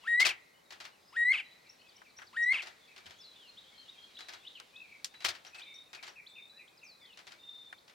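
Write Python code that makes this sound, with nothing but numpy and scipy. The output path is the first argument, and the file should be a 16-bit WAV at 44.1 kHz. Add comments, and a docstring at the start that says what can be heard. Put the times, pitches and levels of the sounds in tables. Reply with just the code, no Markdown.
"""A bobwhite quail whistles three rising calls, each breaking into a harsh falling slur.
The whistle is nearly pure; after the break its harmonics slide past a fixed throat resonance.
Songbirds whistle, chip and rasp in the brush over a far chorus and faint open air.
Still cameras clack mirror and shutter in a small hide, one close by; gear ticks and a stand bumps."""
import sys
import numpy as np
from scipy import signal
from scipy.fft import rfft, irfft, next_fast_len
from scipy.io import wavfile
from scipy.ndimage import uniform_filter1d

SR = 44100
rng = np.random.default_rng(int(sys.argv[2]) if len(sys.argv) > 2 else 0)


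def generate_wav(sig):
    """Save sig (samples, or channels by samples) to the path in sys.argv[1] as 16-bit PCM at SR."""
    pcm = np.round(np.clip(np.atleast_2d(sig).T, -1, 1) * 32767).astype(np.int16)
    wavfile.write(sys.argv[1], SR, pcm)


N = 350154
TIME = np.arange(N) / SR
UPSLUR_S, WHISTLE_HZ, WHISTLE_DB = .046, 1868, -6


def quail(throat_db=16, throat_width_hz=620, jitter=.025, flutter_db=2.8, ground_s=.011, ground_db=-15):
    """Harmonic voice through throat and beak; in the fall the throat picks out successive harmonics."""
    # start_s, level_db, pitch_ratio, dip_s (level dip, timed from the start of the whistle)
    calls = [(0.034, -22.5, 1, 0.091), (1.124, -23, 1.003, 0.076), (2.327, -24.5, 1.0, 0.083)]
    # radiation from the open beak: freq_hz, gain_db
    beak = [(650, -15), (1300, -10), (1900, -1), (2600, 0), (3250, 0), (3800, -11), (5100, -10),
            (5600, -40), (6000, -32), (6600, -20), (7700, -20), (9300, -18), (10600, -42), (16000, -58)]
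    # air rasping through the throat: freq_hz, density_db
    rasp_spectrum = [(300, -30), (1300, -17), (1900, -3), (2600, 0), (3250, -4), (4000, -18), (7000, -28),
                     (13000, -46)]
    out = np.zeros(N)
    controls = np.hstack([upslur(), whistle(), fall()])
    pitch_hz, throat_hz, level_db, harsh = uniform_filter1d(controls, size=240, axis=1)
    size = len(pitch_hz)
    t = TIME[:size]
    harmonic = np.arange(1, 13)[:, None]
    overtone_db = -3 * harsh ** 2 * (harmonic > 1)
    attack = np.minimum(t / .0033, 1)
    # alternate cycles differ early in the call: a line between the first two harmonics
    undertone_gain = from_db(-36) * (1 - harsh) * np.clip((.15 - t) / .045, 0, 1)
    # turbulence needs a really harsh voice and radiates best at a high throat resonance
    turbulence = np.clip(2 * harsh - .5, 0, 1) * from_db(at_hz(beak, throat_hz) - 11.5)
    for start_s, call_db, pitch_ratio, dip_s in calls:
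        hz = pitch_hz * pitch_ratio * (1 + jitter * harsh * wobble(700, size) + .0012 * wobble(120, size))
        partial_hz = harmonic * hz
        resonance_db = throat_db * (bell(partial_hz, throat_hz, throat_width_hz) - 1)
        gains = from_db(at_hz(beak, partial_hz) + resonance_db + overtone_db) * (partial_hz < SR / 2)
        phase = 2 * np.pi * np.cumsum(hz) / SR
        flutter = from_db(flutter_db * harsh * wobble(500, size))
        voice = np.sqrt(2) * np.sum(gains * np.sin(harmonic * phase), axis=0) * flutter
        undertone = undertone_gain * np.sin(1.5 * phase)
        rasp = diffuse(rasp_spectrum, size)[0] * (1 + .5 * np.cos(phase)) * turbulence
        dip_db = -10 * bell(t, UPSLUR_S + dip_s, .0047)
        add(out, start_s, (voice + undertone + rasp) * attack * from_db(level_db + call_db + dip_db))
    # the ground bounce beats against the fast sweeps and thickens them
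    bounce = from_db(ground_db) * np.interp(TIME - ground_s, TIME, out, left=0)
    direct = place(out + bounce, pan_db=1.8, lead_samples=1.2)
    return direct + brush(out, early_db=-18, early_t60_s=.24, late_db=-34, late_t60_s=1.2)


def upslur(rise_s=.018, leap_s=.011):
    """Soft hoarse opening: rise, step, leap to the whistle. Rows: pitch_hz, throat_hz, level_db, harsh."""
    t = TIME[:round(UPSLUR_S * SR)]
    stages_s = [0, rise_s, UPSLUR_S - leap_s, UPSLUR_S]
    pitch_hz = np.interp(t, stages_s, [830, 1291, 1419, WHISTLE_HZ])
    level_db = np.interp(t, stages_s, [-24.5, -22.5, -18, WHISTLE_DB])
    harsh = np.interp(t, stages_s, [.46, .92, .92, 0])
    return [pitch_hz, pitch_hz, level_db, harsh]


def whistle(length_s=.154, bend_hz=326.8, bend_s=.042, swell_db=6, surge_db=7.5, surge_s=.0027, harsh=.04):
    """Swells, bends ever faster upward, surges before the break; throat tracks pitch. 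Rows as upslur."""
    t = TIME[:round(length_s * SR)]
    pitch_hz = WHISTLE_HZ + bend_hz * np.exp((t - length_s) / bend_s)
    level_db = WHISTLE_DB + swell_db * t / length_s + surge_db * bell(t, length_s - surge_s, surge_s)
    return [pitch_hz, pitch_hz, level_db, np.full(len(t), harsh)]


def fall(length_s=.098, slide_hz_per_s=8700, throat_hz=2562, edge_s=.013, fade_db=12, harsh=.66):
    """The broken voice catches in a higher register, then drops and fades. Rows as upslur."""
    t = TIME[:round(length_s * SR)]
    register_hz = 230.8 * (t < .014)
    pitch_hz = 1480 - slide_hz_per_s * t + register_hz
    edges_db = np.interp(t, [0, edge_s, length_s - edge_s, length_s], [-9, 0, 0, -20])
    level_db = -3 - fade_db * t / length_s + edges_db
    return [pitch_hz, np.full(len(t), throat_hz), level_db, np.full(len(t), harsh)]


def cameras(latch_s=.0037, latch_db=-4.5, rebound_s=.0115):
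    """Close camera: latch, blow and rebound of mirror and shutter. Far ones repeat one mirror cycle."""
    # close mirror and shutter blows: start_s, relative_db, rebound_db
    close_blows = [(0.203, -20, -2.5), (0.2548, -19.5, 1), (0.291, -26.5, -30), (5.2483, -19.5, -5.5),
                   (5.288, -25.5, -23)]
    # far shutter releases: start_s, relative_db
    releases = [(0.706, -42), (2.524, -41), (2.962, -47), (4.189, -41.5), (5.205, -44), (5.449, -46),
                (5.931, -41.5), (7.173, -46.5), (7.879, -52)]
    # contacts of mirror up, shutter, mirror down: delay_s, relative_db
    mirror_cycle = [(0, -4), (0.017, -4), (.096, -3), (0.102, -3.5), (.136, -9.5), (0.146, -3)]
    far_contacts = [(start_s + delay_s, release_db + contact_db)
                    for start_s, release_db in releases for delay_s, contact_db in mirror_cycle]
    close_contacts = [(start_s + delay_s, blow_db + contact_db)
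                      for start_s, blow_db, rebound_db in close_blows
                      for delay_s, contact_db in [(-latch_s, latch_db), (0, 0), (rebound_s, rebound_db)]]
    far = clacks(far_contacts, crack_t60_s=.069, tail_db=-5, tail_t60_s=.22,
                 grain_db=-3.5, boom_db=4.5, treble_db=-62, pan_db=3)
    close = clacks(close_contacts, crack_t60_s=.078, tail_db=-17.5, tail_t60_s=.18,
                   grain_db=2.5, boom_db=-3, treble_db=-.5, pan_db=5)
    return from_db(-4.5) * far + from_db(-9.5) * close


def clacks(contacts, crack_t60_s, tail_db, tail_t60_s, grain_db, boom_db, treble_db, pan_db):
    """Each contact is a rattling crack of the body; the hide rings on, longer and later in the lows."""
    # ring of a camera body: freq_hz, density_db
    body_spectrum = [(40, -53), (90, -11), (200, -25), (280, -20.5), (350, -1.5), (450, -13.5), (700, -0.5),
                     (1050, -4.5), (1500, 1), (2500, 4), (4500, 4), (7000, -6.5), (10000, -16),
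                     (15000, -22.5)]
    crack_power, tail_power, boom_power = np.zeros((3, N))
    t = TIME[:SR // 2]
    boom_shape = np.minimum(t / .0009, 1) * from_db(-60 * t / (1.29 * tail_t60_s))
    for start_s, level_db in contacts:
        add(crack_power, start_s, from_db(level_db - 60 * t / crack_t60_s) ** 2)
        add(tail_power, start_s, from_db(level_db + tail_db - 60 * t / tail_t60_s) ** 2)
        add(boom_power, start_s, (from_db(level_db + boom_db) * boom_shape) ** 2)
    ring = diffuse(body_spectrum, N)
    lows = butterworth(diffuse(body_spectrum, N), "low", 1700, order=2)
    bright = ring + from_db(treble_db) * butterworth(ring, "high", 6000)
    rattle = from_db(grain_db * np.tanh(wobble(740, N)))
    crack = bright * np.sqrt(crack_power) * rattle
    hide = ring * np.sqrt(tail_power) + lows * np.sqrt(boom_power)
    return (crack + hide) * from_db([[pan_db / 2], [-pan_db / 2]])


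def gear_ticks(tail_db=-17, tail_t60_s=.054):
    """Light touches on the gear: one broad resonance each and a short ring of the hide."""
    # start_s, level_db, resonance_hz, width_hz, t60_s
    touches = [(2.017, -51.5, 1280, 700, 0.057), (2.187, -50, 1600, 1600, 0.17),
               (2.218, -47.5, 1420, 1080, 0.12), (4.599, -51.5, 1190, 897.5, 0.091),
               (4.6, -39.5, 4100, 2430, 0.012), (5.045, -28, 5300, 2230, 0.022),
               (5.052, -42, 5040, 3000, 0.095), (5.14, -54, 2090, 1440, 0.18),
               (7.727, -40.5, 1310, 795, 0.032)]
    out, t = np.zeros((2, N)), TIME[:SR // 4]
    for start_s, level_db, resonance_hz, width_hz, t60_s in touches:
        radius = np.exp(-np.pi * width_hz / SR)
        feedback = [1, -2 * radius * np.cos(2 * np.pi * resonance_hz / SR), radius ** 2]
        noise = diffuse([(200, .5), (1500, 3), (15000, -10)], len(t))
        body = rms_one(signal.lfilter([1, 0, -1], feedback, noise))
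        decay = from_db(-60 * t / t60_s) + from_db(tail_db - 60 * t / tail_t60_s)
        add(out, start_s, from_db(level_db) * body * decay)
    return out * from_db([[1.2], [-1.8]])


def songbirds(hoarse=.75, whip_middle_hz=3690, whip_hz_per_s=52300, pip_hz=3960, pip_gap_s=.065):
    """Whistled notes from the brush, one pitch shape per kind, wet with distance."""
    out = np.zeros(N)

    def sing(start_s, level_db, pitch_hz, buzz, throb_db=2):
        add(out, start_s, from_db(level_db) * note(pitch_hz, buzz, throb_db))

    # start_s, length_s, first_hz, last_hz, level_db
    held_whistles = [(0.996, 0.2, 5010, 5120, -70.5), (3.183, 0.038, 3370, 3520, -60),
                     (3.719, 0.15, 3170, 3170, -64.5), (3.935, 0.15, 3240, 3260, -60),
                     (5.643, 0.21, 3615, 3707, -56), (6.278, 0.25, 3552, 3690, -60),
                     (7.378, .36, 3635, 3595, -55)]
    for start_s, length_s, first_hz, last_hz, level_db in held_whistles:
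        sing(start_s, level_db, slide(length_s, first_hz, last_hz), buzz=.37, throb_db=2.16)
    # start_s, level_db
    far_rises = [(6.133, -74.5), (6.523, -72.5)]
    for start_s, level_db in far_rises:
        sing(start_s, level_db, glide(.15, (1535, 1930, 2155)), buzz=0)
    # start_s, length_s, last_hz, level_db
    upward_whips = [(3.567, .036, 3840, -53.5), (3.875, 0.037, 3670, -53), (4.165, 0.034, 3820, -52.5),
                    (4.47, 0.018, 4250, -47.5), (4.757, 0.018, 4260, -52.5), (5.614, 0.029, 4100, -51),
                    (6.261, 0.022, 4660, -53), (6.677, 0.0203, 4440, -62), (7.05, 0.015, 4800, -58.5),
                    (7.127, 0.018, 4450, -61), (7.776, 0.019, 5000, -62)]
    for start_s, length_s, last_hz, level_db in upward_whips:
        first_hz = whip_middle_hz - whip_hz_per_s * length_s / 2
        sing(start_s, level_db, glide(length_s, (first_hz, whip_middle_hz, last_hz)), hoarse)
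    # start_s, first_hz, last_hz, level_db
    rasps = [(1.635, 2560, 2090, -71), (2.045, 2640, 2065, -65), (4.43, 2400, 3580, -57),
             (4.541, 3410, 2380, -54), (5.956, 2690, 2140, -58.5), (6.157, 2650, 2276, -54.5),
             (6.354, 2700, 2250, -55), (6.575, 2667, 2267, -57), (6.816, 2680, 2314, -56.5),
             (7.01, 2250, 1880, -66.5)]
    for start_s, first_hz, last_hz, level_db in rasps:
        sing(start_s, level_db, slide(.056, first_hz, last_hz), hoarse)
    # clear arched whistles that trail off hoarsely: start_s, length_s, level_db
    arches = [(1.775, 0.15, -69), (2.869, 0.071, -65.5), (4.735, .13, -55), (5.522, 0.1, -55.5)]
    for start_s, length_s, level_db in arches:
        sing(start_s, level_db, glide(length_s, (2440, 2590, 2270)), buzz=.15)
        sing(start_s + .75 * length_s, level_db - 6, glide(.15, (2440, 2320, 2242)), hoarse)
    # high swoop, then a lower slur: start_s, pitch_ratio, level_db
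    two_note_songs = [(3.175, 0.96, -59.5), (6.832, 0.95, -61)]
    for start_s, pitch_ratio, level_db in two_note_songs:
        sing(start_s, level_db, pitch_ratio * glide(.14, (7340, 4670, 4330)), buzz=.28)
        sing(start_s + .16, level_db - 2.5, pitch_ratio * glide(.17, (3856, 3340, 2485)), buzz=.16)
    # start_s, level_db
    downward_flicks = [(1.605, -80), (1.649, -68), (1.88, -63.5), (2.084, -70), (2.263, -63), (2.865, -72),
                       (6.771, -65)]
    for start_s, level_db in downward_flicks:
        sing(start_s, level_db, glide(.036, (5350, 4450, 3320)), buzz=.1)
    # start_s, level_db
    pip_pairs = [(1.445, -61.5), (3.229, -60.5), (4.149, -56), (5.144, -58), (6.493, -58)]
    for start_s, level_db in pip_pairs:
        for delay_s in 0, pip_gap_s:
            sing(start_s + delay_s, level_db, slide(.037, pip_hz, pip_hz), buzz=0)
    # start_s, level_db
    buzzes = [(3.464, -59), (3.776, -60.5)]
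    for start_s, level_db in buzzes:
        sing(start_s, level_db, slide(.048, 4210, 4210), hoarse)
    # start_s, level_db
    chips = [(1.691, -56.5), (1.954, -62), (2.164, -55.5), (2.423, -52.5), (5.46, -58), (5.741, -59),
             (6.081, -61)]
    # hooked shape of a chip: time_s, pitch_hz
    hook = [(0, 6700), (.003, 5700), (.007, 5450), (.015, 5700), (.026, 5980)]
    hook_hz = np.interp(TIME[:round(hook[-1][0] * SR)], *np.transpose(hook))
    for start_s, level_db in chips:
        sing(start_s, level_db, hook_hz, buzz=.45)
    # start_s, level_db
    thin_lisps = [(5.43, -77), (5.562, -66.5), (5.725, -79), (5.885, -78), (6.05, -67), (6.279, -72.5),
                  (6.47, -79), (6.621, -79)]
    for start_s, level_db in thin_lisps:
        sing(start_s, level_db, glide(.045, (7300, 8600, 8200)) * rng.uniform(.86, 1.02), buzz=.35)
    direct = place(out, pan_db=2, lead_samples=.7)
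    return direct + brush(out, early_db=-7, early_t60_s=.25, late_db=-11, late_t60_s=.8)


def note(pitch_hz, buzz, throb_db=2):
    """Soft-edged whistle; buzz shakes its pitch and strength. Low notes are the hoarsest."""
    size = len(pitch_hz)
    jitter = buzz * np.hypot(.039, .05 * (pitch_hz < 3300))
    shaken_hz = pitch_hz * (1 + jitter * wobble(600, size))
    envelope = np.hanning(size) ** .34 * from_db(throb_db * (2.02 + buzz) * wobble(129.35, size))
    return rms_one(envelope * np.sin(2 * np.pi * np.cumsum(shaken_hz) / SR))


def far_chorus(count=130, twitter_db=-7, wash_db=-4):
    """Many far birds: random twitters over a wash blurred by distance."""
    # time_s, level_db
    contour = [(0.0, -60), (0.68, -71.5), (1.24, -65.5), (2.21, -65.5), (2.56, -59), (2.74, -63),
               (4.14, -59.5), (4.82, -63), (5.79, -65), (6.12, -74.5), (7.63, -65), (7.94, -70)]
    # freq_hz, density_db
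    wash_spectrum = [(1200, -9), (2300, -5.5), (3000, -5.5), (3900, -0.5), (5500, -10.5), (8000, -16.5),
                     (14000, -36)]
    notes = np.zeros(N)
    for when, length, height, bend, strength in rng.random((count, 5)):
        middle_hz = 2200 * 2 ** (1.05 * height)
        shape = glide(.025 + .078 * length, (1.15 - .29 * bend, 1, .8 + .388 * bend))
        add(notes, when * N / SR, from_db(15 * strength) * note(middle_hz * shape, buzz=.49))
    scatter = brush(notes, early_db=-15, early_t60_s=.23, late_db=-1.5, late_t60_s=.19)
    twitter = from_db(twitter_db) * rms_one(place(notes, pan_db=6.5, lead_samples=.55) + scatter)
    wash = diffuse(wash_spectrum, N) * from_db(wash_db + .49 * wobble(31, N))
    return from_db(np.interp(TIME, *np.transpose(contour))) * (twitter + wash)


def stand_bumps(attack_s=.011, t60_s=.44, gain_db=4):
    """The nudged camera stand gives a short low rumble."""
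    # start_s, relative_db
    nudges = [(1.272, -75), (2.17, -75.5), (3.051, -67.5), (5.268, -69)]
    spectrum = [(30, -29.5), (85, 7), (130, -3), (250, -9), (700, -37.5), (3000, -78)]
    out, t = np.zeros((2, N)), TIME[:SR // 2]
    envelope = np.minimum(t / attack_s, 1) * from_db(gain_db - 60 * t / t60_s)
    for start_s, relative_db in nudges:
        add(out, start_s, diffuse(spectrum, len(t)) * envelope * from_db(relative_db))
    return out


def open_air(level_db=-66.5):
    """Steady faint outdoor noise."""
    # freq_hz, density_db
    spectrum = [(15, -40), (25, -14), (157, -0.5), (276, 0), (473, 0.5), (557, 1), (691, -2.5), (791, -1),
                (1730, -7.5), (1980, -5), (2520, -12), (2890, -32), (4100, -10.5), (6490, -14),
                (15800, -19.5)]
    return from_db(level_db) * diffuse(spectrum, N) * from_db([[.4], [-.4]])


def brush(x, early_db, early_t60_s, late_db, late_t60_s):
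    """Scatter from near branches plus a tail from the far scrub."""
    t = TIME[:SR]
    onset = np.clip((t - .004) / .016, 0, 1)
    response = 0
    for level_db, t60_s in (early_db, early_t60_s), (late_db, late_t60_s):
        echo = diffuse([(300, 17), (3500, 5), (12000, -5.5)], SR) * from_db(-60 * t / t60_s) * onset
        response += echo * from_db(level_db) / np.sqrt(np.sum(echo ** 2) / 2)
    return signal.fftconvolve(x[None], response, axes=1)[:, :N]


def diffuse(spectrum, size):
    """Unit-RMS stereo noise, partly alike in both channels. Spectrum: freq_hz, density_db."""
    # left-right likeness of diffuse sound: freq_hz, coherence
    likeness = [(50, 1), (170, 0.32), (400, 0.15), (900, 0.21), (2500, 0.57), (5000, 0.63), (9000, 0.17),
                (14000, 0.1)]
    fft_size = next_fast_len(size, True)
    hz = np.fft.rfftfreq(fft_size, 1 / SR)
    mid, side = rfft(rng.standard_normal((2, fft_size))) * from_db(at_hz(spectrum, hz))
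    coherence = at_hz(likeness, hz)
    pair = np.sqrt(1 + coherence) * mid + np.sqrt(1 - coherence) * side * [[1], [-1]]
    return rms_one(irfft(pair, fft_size)[:, :size])


def place(x, pan_db, lead_samples):
    """A source to the left is louder and earlier there."""
    whole, fraction = divmod(lead_samples, 1)
    delayed = signal.lfilter([1 - fraction, fraction], [1], np.roll(x, int(whole)))
    return np.array([x * from_db(pan_db / 2), delayed * from_db(-pan_db / 2)])


def glide(length_s, pitches):
    """Parabola through a first, a middle and a last pitch."""
    along = np.linspace(0, 1, round(length_s * SR))
    return np.polyval(np.polyfit([0, .5, 1], pitches, 2), along)


def slide(length_s, first_hz, last_hz):
    return np.linspace(first_hz, last_hz, round(length_s * SR))


def wobble(rate_hz, size):
    """Smooth random curve, spread about 1."""
    knots = rng.standard_normal(size // 8 + 4)
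    return np.interp(np.arange(size) * rate_hz / SR, np.arange(len(knots)), knots)


def at_hz(points, hz):
    """Interpolate on a log-frequency axis."""
    freq_hz, value = np.transpose(points)
    return np.interp(np.log(np.maximum(hz, 1)), np.log(freq_hz), value)


def add(out, start_s, sound):
    i = max(round(start_s * SR), 0)
    out[..., i:i + sound.shape[-1]] += sound[..., :max(N - i, 0)]


def butterworth(x, kind, cutoff_hz, order=1):
    return signal.sosfilt(signal.butter(order, cutoff_hz, kind, fs=SR, output="sos"), x)


def bell(x, centre, width):
    return np.exp(-((x - centre) / width) ** 2)


def from_db(db):
    return 10 ** (np.asarray(db) / 20)


def rms_one(x):
    return x / np.sqrt(np.mean(x ** 2) + 1e-20)


def scene():
    air = open_air()
    return quail() + songbirds() + far_chorus() + cameras() + gear_ticks() + stand_bumps() + air


def record(dry, low_cut_hz=50, high_cut_hz=15900):
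    """Closely spaced microphone pair, narrow in the bass and wider above; both ends are cut."""
    # stereo width: freq_hz, side_gain_db
    width = [(60, -4.5), (130, -6), (400, 0), (1300, 4), (4000, -1), (7000, -0.5), (9500, 2), (13000, -8)]
    mid, side = (dry[0] + dry[1]) / 2, (dry[0] - dry[1]) / 2
    size = next_fast_len(N, True)
    side_gain = from_db(at_hz(width, np.fft.rfftfreq(size, 1 / SR)))
    side = irfft(rfft(side, size) * side_gain, size)[:N]
    pair = butterworth([mid + side, mid - side], "high", low_cut_hz)
    return signal.sosfilt(signal.ellip(10, .2, 80, high_cut_hz, fs=SR, output="sos"), pair)


dry = scene()
out = record(dry)
generate_wav(out)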